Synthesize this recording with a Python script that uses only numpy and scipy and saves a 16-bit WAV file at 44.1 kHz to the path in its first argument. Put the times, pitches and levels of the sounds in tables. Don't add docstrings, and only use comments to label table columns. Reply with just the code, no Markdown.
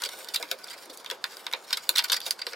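import sys
import numpy as np
from scipy import signal
from scipy.io import wavfile
from scipy.ndimage import uniform_filter1d

SR = 44100
rng = np.random.default_rng(int(sys.argv[2]) if len(sys.argv) > 2 else 0)


def pcm_store(signal):
    levels = np.round(np.clip(np.atleast_2d(signal), -1, 1) * 32767)
    wavfile.write(sys.argv[1], SR, levels.astype(np.int16).T)


def undo_db(level):
    steps = np.asarray(level, float) / 20
    return 10 ** steps


N = 112454

SIDES = np.array([[1], [-1]])
SIDE_SHARE = 0.33
GRIT_PER_S, GRIT_DB = 3000, 3


def unit(x):
    return x / np.sqrt(np.mean(x ** 2))


def band(x, lo_hz, hi_hz):
    return signal.sosfilt(signal.butter(2, [lo_hz, hi_hz], "band", fs=SR, output="sos"), x)


def walk(rate):
    k = int(SR / rate)
    smooth = uniform_filter1d(rng.standard_normal(N), k)
    return unit(uniform_filter1d(smooth, k))


def place(sounds):
    out = np.zeros((2, N + SR))
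    for start_s, y in sounds:
        i = int(start_s * SR)
        out[:, i:i + y.shape[1]] += y
    return out[:, :N]


# frequency in Hz, level in dB per Hz.
SHOP_TONE = [(24, -68), (40, -22), (433, 14), (1480, 12.5), (2000, -5), (4800, 1.5), (5180, -41),
             (16000, -29)]
SHOP_DB = -51.5
SHOP_SIDE, BASS_SIDE = 0.35, 0.9
BASS_HZ, BASS_SWAY_DB = 170, 3


def shop():
    out = 0
    tone_hz, tone_db = np.array(SHOP_TONE).T
    sway = BASS_SWAY_DB * walk(4.7)
    for hz in 26 * 2 ** np.arange(0, 9.4, .5):
        mid, side = band(rng.standard_normal((2, N)), hz * .84, hz * 1.19)
        bass = hz < BASS_HZ
        db = np.interp(np.log(hz), np.log(tone_hz), tone_db) + 1.1 * walk(7) + bass * sway
        width = BASS_SIDE if bass else SHOP_SIDE
        out = out + undo_db(db) * (mid + width * side * SIDES)
    return unit(out) * undo_db(SHOP_DB)


# middle in seconds, level in dB.
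JOLT_HITS = [(.06, -64), (.35, -64), (.52, -73), (.78, -80), (.93, -75), (1.24, -75), (1.47, -70),
             (1.75, -72), (1.962, -64), (2.128, -65), (2.255, -66), (2.32, -71)]
JOLT_S = 0.0095


def jolts():
    t, out = np.arange(N) / SR, 0
    for s, db in JOLT_HITS:
        u = (t - s) / JOLT_S * 2
        out = out + undo_db(db) * 2 * u * np.exp(-u ** 2)
    return out


# start in seconds, peak in dB, pitch in Hz.
THUD_HITS = [
    (0.438, -43.5, 315),
    (0.823, -56, 300),
    (0.875, -48, 347),
    (.895, -45, 309),
    (0.989, -55, 290),
    (1.612, -51, 353),
    (1.902, -44.5, 356),
    (2.276, -55, 387),
]
THUD_T60_S, THUD_SAG, THUD_RISE_S = 0.089, 0.13, 0.0029


def thuds():
    t, out = np.arange(N) / SR, 0
    for s, db, hz in THUD_HITS:
        u = np.maximum(t - s, 0)
        swell = (1 - np.exp(-u / THUD_RISE_S)) * undo_db(-60 * u / THUD_T60_S)
        sag = 1 - THUD_SAG * np.minimum(u / THUD_T60_S, 1)
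        out = out + undo_db(db) * swell * np.sin(2 * np.pi * hz * u * sag)
    return out


ROOM_DB, ROOM_T60_S, ROOM_GAP_S = -20, 0.055, 0.0093
ROOM_LOW_HZ, ROOM_TOP_HZ = 520, 4850


def room(near):
    t = np.arange(int(.3 * SR)) / SR
    tail = band(rng.standard_normal((2, len(t))), ROOM_LOW_HZ, ROOM_TOP_HZ)
    tail = tail * np.exp(-np.log(1000) * t / ROOM_T60_S) * (t > ROOM_GAP_S)
    tail = tail / np.sqrt(np.sum(tail[0] ** 2))
    return undo_db(ROOM_DB) * signal.fftconvolve(near.mean(axis=0)[None], tail)[:, :N]


def grit(chance, per_s, spread_db):
    breaks = chance[0] < per_s / SR
    size = undo_db(-spread_db * np.log(chance[2] + .006))
    return breaks * np.sign(chance[1] - .5) * size


# frequency in Hz, level in dB.
PANEL_MODES = [(945, 3.5), (1240, -11), (1487, 10.5), (1570, 3), (1800, 0), (1990, -4.5), (2220, 8),
               (2370, 7)]
# frequency in Hz, level in dB.
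BLADE_MODES = [(2840, 16), (3110, 9), (3380, -22), (3520, 3), (3690, 27), (3890, 0), (4095, 3.5),
               (4200, -12), (4480, -2), (4690, 12), (4770, 19), (4890, -40), (5330, 23)]
# frequency in Hz, level in dB.
FLAKE_MODES = [(5620, -15.5), (6500, -13.5), (6910, 11), (7930, 4.5), (8800, 7.5), (11000, -2)]
# frequency in Hz, level in dB.
HOLLOW_MODES = [(410, -13), (480, 5.5), (530, 9.5), (660, 1.5)]
PANEL, BLADE, FLAKES, HOLLOW = range(4)
# lowest frequency in Hz, highest frequency in Hz.
PART_BANDS_HZ = (933, 2980), (2600, 5030), (4800, 13900), (393, 815)
CRACK_DB, CRACK_T60_S = (-6, 0, -2, -3.5), (0.089, 0.078, 0.088, 0.15)
SNAP_DB = (-3.5, -4.5, -1, -12)
RING_S, RISE_S = .11, .0005
T60_AT_1K_S, T60_SLOPE = .065, .45
GRIP_T60_S, FREE_DB = .008, -17
SCATTER_DB, DETUNE = 2.5, 0.0076
REACH_OCT = .42


def ring(part, centre_hz=None):
    t = np.arange(int(RING_S * SR)) / SR
    lo_hz, hi_hz = PART_BANDS_HZ[part]
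    modes = (PANEL_MODES, BLADE_MODES, FLAKE_MODES, HOLLOW_MODES)[part]
    hz, db = np.array(modes).T[:, :, None]

    def fade(t60):
        return np.exp(-np.log(1000) * t / t60)

    strength, shift, side_re, side_im = rng.standard_normal((4, len(hz), 1))
    crack = rng.standard_normal((2, len(t))) * fade(CRACK_T60_S[part])
    if centre_hz:
        db = db - 6 * (np.log2(hz / centre_hz) / REACH_OCT) ** 2
        focus = band(crack, centre_hz * 2 ** -REACH_OCT, centre_hz * 2 ** REACH_OCT)
        crack = focus + 0.59 * crack
    crack = band(crack, lo_hz, hi_hz)

    t60 = T60_AT_1K_S * (hz / 1000) ** -T60_SLOPE
    if part == FLAKES:
        t60 = t60 / 2
    tones = undo_db(db + SCATTER_DB * strength) * fade(t60)
    tones = tones * np.exp(2j * np.pi * hz * (1 + DETUNE * shift) * t)
    mid = tones.imag.sum(axis=0)
    side = (tones * (side_re + 1j * side_im)).imag.sum(axis=0) / np.sqrt(2)

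    both = np.array([mid, side]) / np.abs(mid).max()
    both = both + undo_db(CRACK_DB[part]) * crack / np.abs(crack[0]).max()
    if part in (BLADE, FLAKES):
        both = both * (fade(GRIP_T60_S) + undo_db(FREE_DB))
    both = both * (1 - np.exp(-t / RISE_S))
    both[0, int(RISE_S * SR)] += undo_db(SNAP_DB[part]) * SR / 4 / (hi_hz - lo_hz)
    both = band(both, lo_hz * .8, hi_hz * 1.2)
    return both[0] + SIDE_SHARE * both[1] * SIDES


# start in seconds, peak in dB.
KNOCK_HITS = [(.058, -36.5), (.398, -35), (0.514, -31.5), (0.898, -42), (1.113, -32.5), (1.537, -34.5),
              (1.893, -37), (2.1, -41.5), (2.13, -36), (2.17, -49), (2.265, -34), (2.468, -32.5),
              (2.534, -36.5)]
KNOCK_S = .004


def knock(db):
    n = int(KNOCK_S * SR)
    push = np.hanning(n) * rng.standard_normal(n)
    y = signal.fftconvolve(ring(HOLLOW), push[None])
    return undo_db(db) * y / np.abs(y.mean(axis=0)).max()


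def knocks():
    return place([(s, knock(db)) for s, db in KNOCK_HITS])


# time in seconds, level in dB.
DRAG_PRESSURE = [(0, -37), (.21, -41.5), (.26, -43.5), (.46, -43.5), (.56, -47.5), (.72, -47.5), (1.0, -50),
                 (1.2, -49), (1.32, -47.5), (1.68, -49), (1.83, -44.5), (2.0, -39.5), (2.07, -60),
                 (2.25, -49), (2.36, -47.5), (2.55, -48.5)]
DRAG_PER_S, DRAG_GRIT_DB = 3500, 3
DRAG_PART_DB = (-6.5, -6, -6, -10.5)
DRAG_FLUTTER_DB, PATCHY_DB = 2.5, 1.5
SPOT_S = .16


def drag():
    s, db = np.array(DRAG_PRESSURE).T
    press = np.interp(np.arange(N) / SR, s, db)
    grains = grit(rng.random((3, N)), DRAG_PER_S, DRAG_GRIT_DB)
    grains = grains * undo_db(press + DRAG_FLUTTER_DB * walk(42))
    out, hop = 0, int(SPOT_S * SR)
    for part in (PANEL, BLADE, FLAKES, HOLLOW):
        push = np.pad(grains * undo_db(PATCHY_DB * walk(28.5)), (hop, 2 * hop))
        y = np.zeros((2, N + SR))
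        for i in range(0, N + hop, hop):
            body = ring(part)
            body = body / np.sqrt(np.sum(body ** 2))
            stroke = push[i:i + 2 * hop] * np.hanning(2 * hop)
            z = signal.fftconvolve(body, stroke[None])
            y[:, i:i + z.shape[1]] += z
        out = out + undo_db(DRAG_PART_DB[part]) * y[:, hop:hop + N]
    return out * np.sqrt(np.mean(undo_db(2 * press)) / np.mean(grains ** 2))


# start in seconds, level in dB, length in seconds.
SING_NOTES = [(0.034, -42, 0.039), (0.337, -34, 0.027), (0.633, -43.5, 0.012), (0.694, -52, 0.048),
              (0.774, -53, 0.018), (0.897, -49, 0.019), (.975, -53, 0.022), (1.8, -54, 0.01),
              (1.86, -57, 0.014), (2.039, -34, 0.009), (2.121, -28, 0.026), (2.157, -35, 0.0184),
              (2.214, -44.5, 0.04), (2.264, -43, 0.0091), (2.307, -23.5, 0.0046), (2.384, -46.5, 0.019),
              (2.416, -33.5, 0.005)]
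SING_HZ, SING_WIDTH_HZ, SING_EDGE_S = 4730, 210, 0.001


def sing():
    t, gate = np.arange(N) / SR, 0
    for s, db, length_s in SING_NOTES:
        inside_s = np.minimum(t - s, s + length_s - t)
        gate = gate + undo_db(db) * np.clip(inside_s / SING_EDGE_S + 1, 0, 1)

    def note():
        grains = unit(grit(rng.random((3, N)), GRIT_PER_S, GRIT_DB)) * gate
        return band(grains, SING_HZ - SING_WIDTH_HZ / 2, SING_HZ + SING_WIDTH_HZ / 2)

    mid, side = note(), note()
    return (mid + SIDE_SHARE * side * SIDES) * np.sqrt(SR / 2 / SING_WIDTH_HZ)


LEAD_S = .03
PART_DB = 1, -3, 6


def blow(db, panel_db, flakes_db, length_s, centre_hz, lead_s=0.):
    t = (np.arange(int(2 * LEAD_S * SR)) / SR - lead_s) / length_s
    push = grit(rng.random((3, len(t))), GRIT_PER_S, GRIT_DB) * np.exp(-t ** 2) * .5
    push[int(lead_s * SR)] = .5 if lead_s else 1
    out = 0
    for part, rel_db in enumerate((panel_db, 0, flakes_db)):
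        y = signal.fftconvolve(ring(part, centre_hz if part == BLADE else None), push[None])
        out = out + undo_db(db + rel_db + PART_DB[part]) * y / np.abs(y.mean(axis=0)).max()
    return out


# middle in seconds, peak in dB, panel in dB, flakes in dB,
# half length in seconds.
SKID_HITS = [(0.344, -13.5, -15, -8.5, 0.0049), (0.642, -29, -15, -9, 0.0017),
             (0.684, -31.5, -11, -25, 0.004), (0.711, -30.5, -9.5, -10.5, 0.011),
             (0.737, -34, -4.5, -8.5, 0.01), (0.508, -36.5, -20, -10, 0.0049),
             (0.78, -36, -8.5, -11, 0.013), (0.83, -38, -11, -10, 0.017), (0.857, -42, -33, 2.5, 0.0032),
             (1.003, -37.5, -14, -8, 0.01), (1.956, -18.5, -10.5, -17, 0.0022), (2.11, -36, -21, -7, .003),
             (2.168, -23, -10.5, -13, 0.0027), (0.9, -29.5, -25, -11, 0.005), (0.939, -39, -36, -4, 0.0081),
             (1.32, -35, -10, -14, 0.037), (1.645, -41, -20, -6, .01), (1.696, -30.5, -12, -11.5, 0.034),
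             (1.773, -14, -15.5, -13, 0.0033), (2.023, -25.5, -6.5, -13, 0.0013),
             (2.042, -14.5, -10.5, -10.5, 0.0029), (2.054, -27, -23, -14, 0.0015),
             (2.087, -27.5, -13, -10, 0.0072), (2.141, -13.5, -15, -8.5, 0.0056),
             (2.166, -14, -22, -14.5, 0.0041), (2.245, -32, -25, -12, 0.055), (2.273, -25, -9, -7, 0.02),
             (2.392, -30, -4.5, -9, 0.0026), (2.49, -30.5, -15, -11, 0.011)]
SKID_HZ = 4600


def skids():
    return place([(s - LEAD_S, blow(db, panel_db, flakes_db, half_s, SKID_HZ, LEAD_S))
                  for s, db, panel_db, flakes_db, half_s in SKID_HITS])


# start in seconds, peak in dB, panel in dB, flakes in dB,
# contact pitch in Hz.
CRUNCH_HITS = [(0.0364, -10.5, -22, -16.5, 3930), (0.0494, -19.5, -12, -10.5, 3500),
               (0.0581, -17, -20, -13.5, 4380), (0.089, -22, -15, -10, 4800),
               (0.2857, -24.5, -16.5, -6.5, 4860), (.359, -9.5, -24, -13, 3450),
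               (.513, -7.5, -19, -13.5, 3900), (1.1102, -18, -8.5, -14, 4140),
               (1.728, -9.5, -15.5, -11, 4250), (1.9587, -11, -17.5, -16, 3850),
               (1.9695, -14.5, -13, -9, 3650), (1.9768, -12, -17.5, -29.5, 3940),
               (1.981, -4, -46, -17, 4060), (1.9889, -5.5, -15, -19, 3850), (1.993, -17, -30, -10.5, 4700),
               (1.9953, -14.5, -27, -27, 4000), (2.098, -10.5, -18.5, -19.5, 4330),
               (2.1185, -10.5, -9.5, -9, 4550), (2.1284, -9, -19, -11.5, 4800),
               (2.263, -18, -14.5, -14, 3700), (2.522, -33, -6, -26, 4000)]
CRUNCH_S = .0033


def crunches():
    return place([(s, blow(db, panel_db, flakes_db, CRUNCH_S, hz))
                  for s, db, panel_db, flakes_db, hz in CRUNCH_HITS])


# start in seconds, peak in dB, panel in dB, flakes in dB,
# contact pitch in Hz.
TICK_HITS = [(0.02, -21, -5.5, -2.5, 4170), (0.245, -29, -25, -5, 3900), (0.274, -32, -15, -18, 3270),
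             (.301, -38, -7, -17, 3200), (0.399, -33, -13, -5.5, 4500), (0.4261, -16, -7.5, -11, 3880),
             (.5882, -36.5, -9, -6, 4900), (0.673, -38, -11, -2, 4500), (0.6895, -37, -20, -6, 4640),
             (.8237, -42.5, -15, -0.5, 4160), (1.9393, -36, -3, -16, 4720), (0.6668, -38, -1, -20, 3130),
             (0.6994, -34, -27, -5, 4740), (0.9731, -37.5, -29, 5.5, 4930), (1.0451, -29, -6, -9, 4740),
             (1.061, -23, -16.5, -16, 3500), (1.0999, -16.5, -13.5, -11, 4300),
             (1.2408, -10.5, -10.5, -16, 3600), (1.369, -26, -14, -9.5, 4500),
             (1.4661, -16.5, -11, -19, 3530), (1.5137, -25.5, -16, -20, 4300),
             (1.5265, -24.5, -2, -4.5, 4770), (1.535, -10, -13, -20, 4000), (1.7064, -21, -7.5, -9, 4900),
             (1.8914, -2, -21.5, -9, 3830), (2.203, -24.5, -15, -4.5, 3800), (2.215, -23.5, -23, -23, 4850),
             (2.3081, -11.5, -18, -2, 5500), (2.4179, -19, -11, -19, 4800), (2.4671, -14.5, -14, -19, 3500),
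             (2.5327, -21, -8.5, -23, 4400)]
TICK_S = .0008


def ticks():
    return place([(s, blow(db, panel_db, flakes_db, TICK_S, hz))
                  for s, db, panel_db, flakes_db, hz in TICK_HITS])


PAN_DB, BODY_CUT_HZ = -1, 297


def scene():
    metal = ticks() + crunches() + skids() + knocks() + drag() + sing()
    near = signal.sosfilt(signal.butter(4, BODY_CUT_HZ, "high", fs=SR, output="sos"), metal)
    return near * undo_db(PAN_DB / 2 * SIDES) + room(near) + shop() + thuds() + jolts()


def top_cut(x):
    return signal.sosfilt(signal.butter(12, 16820, fs=SR, output="sos"), x)


def record(dry):
    top_hz = 15900
    mix = signal.sosfilt(signal.ellip(6, .3, 25, top_hz, fs=SR, output="sos"), dry)
    return top_cut(mix)


dry = scene()
out = record(dry)
pcm_store(out)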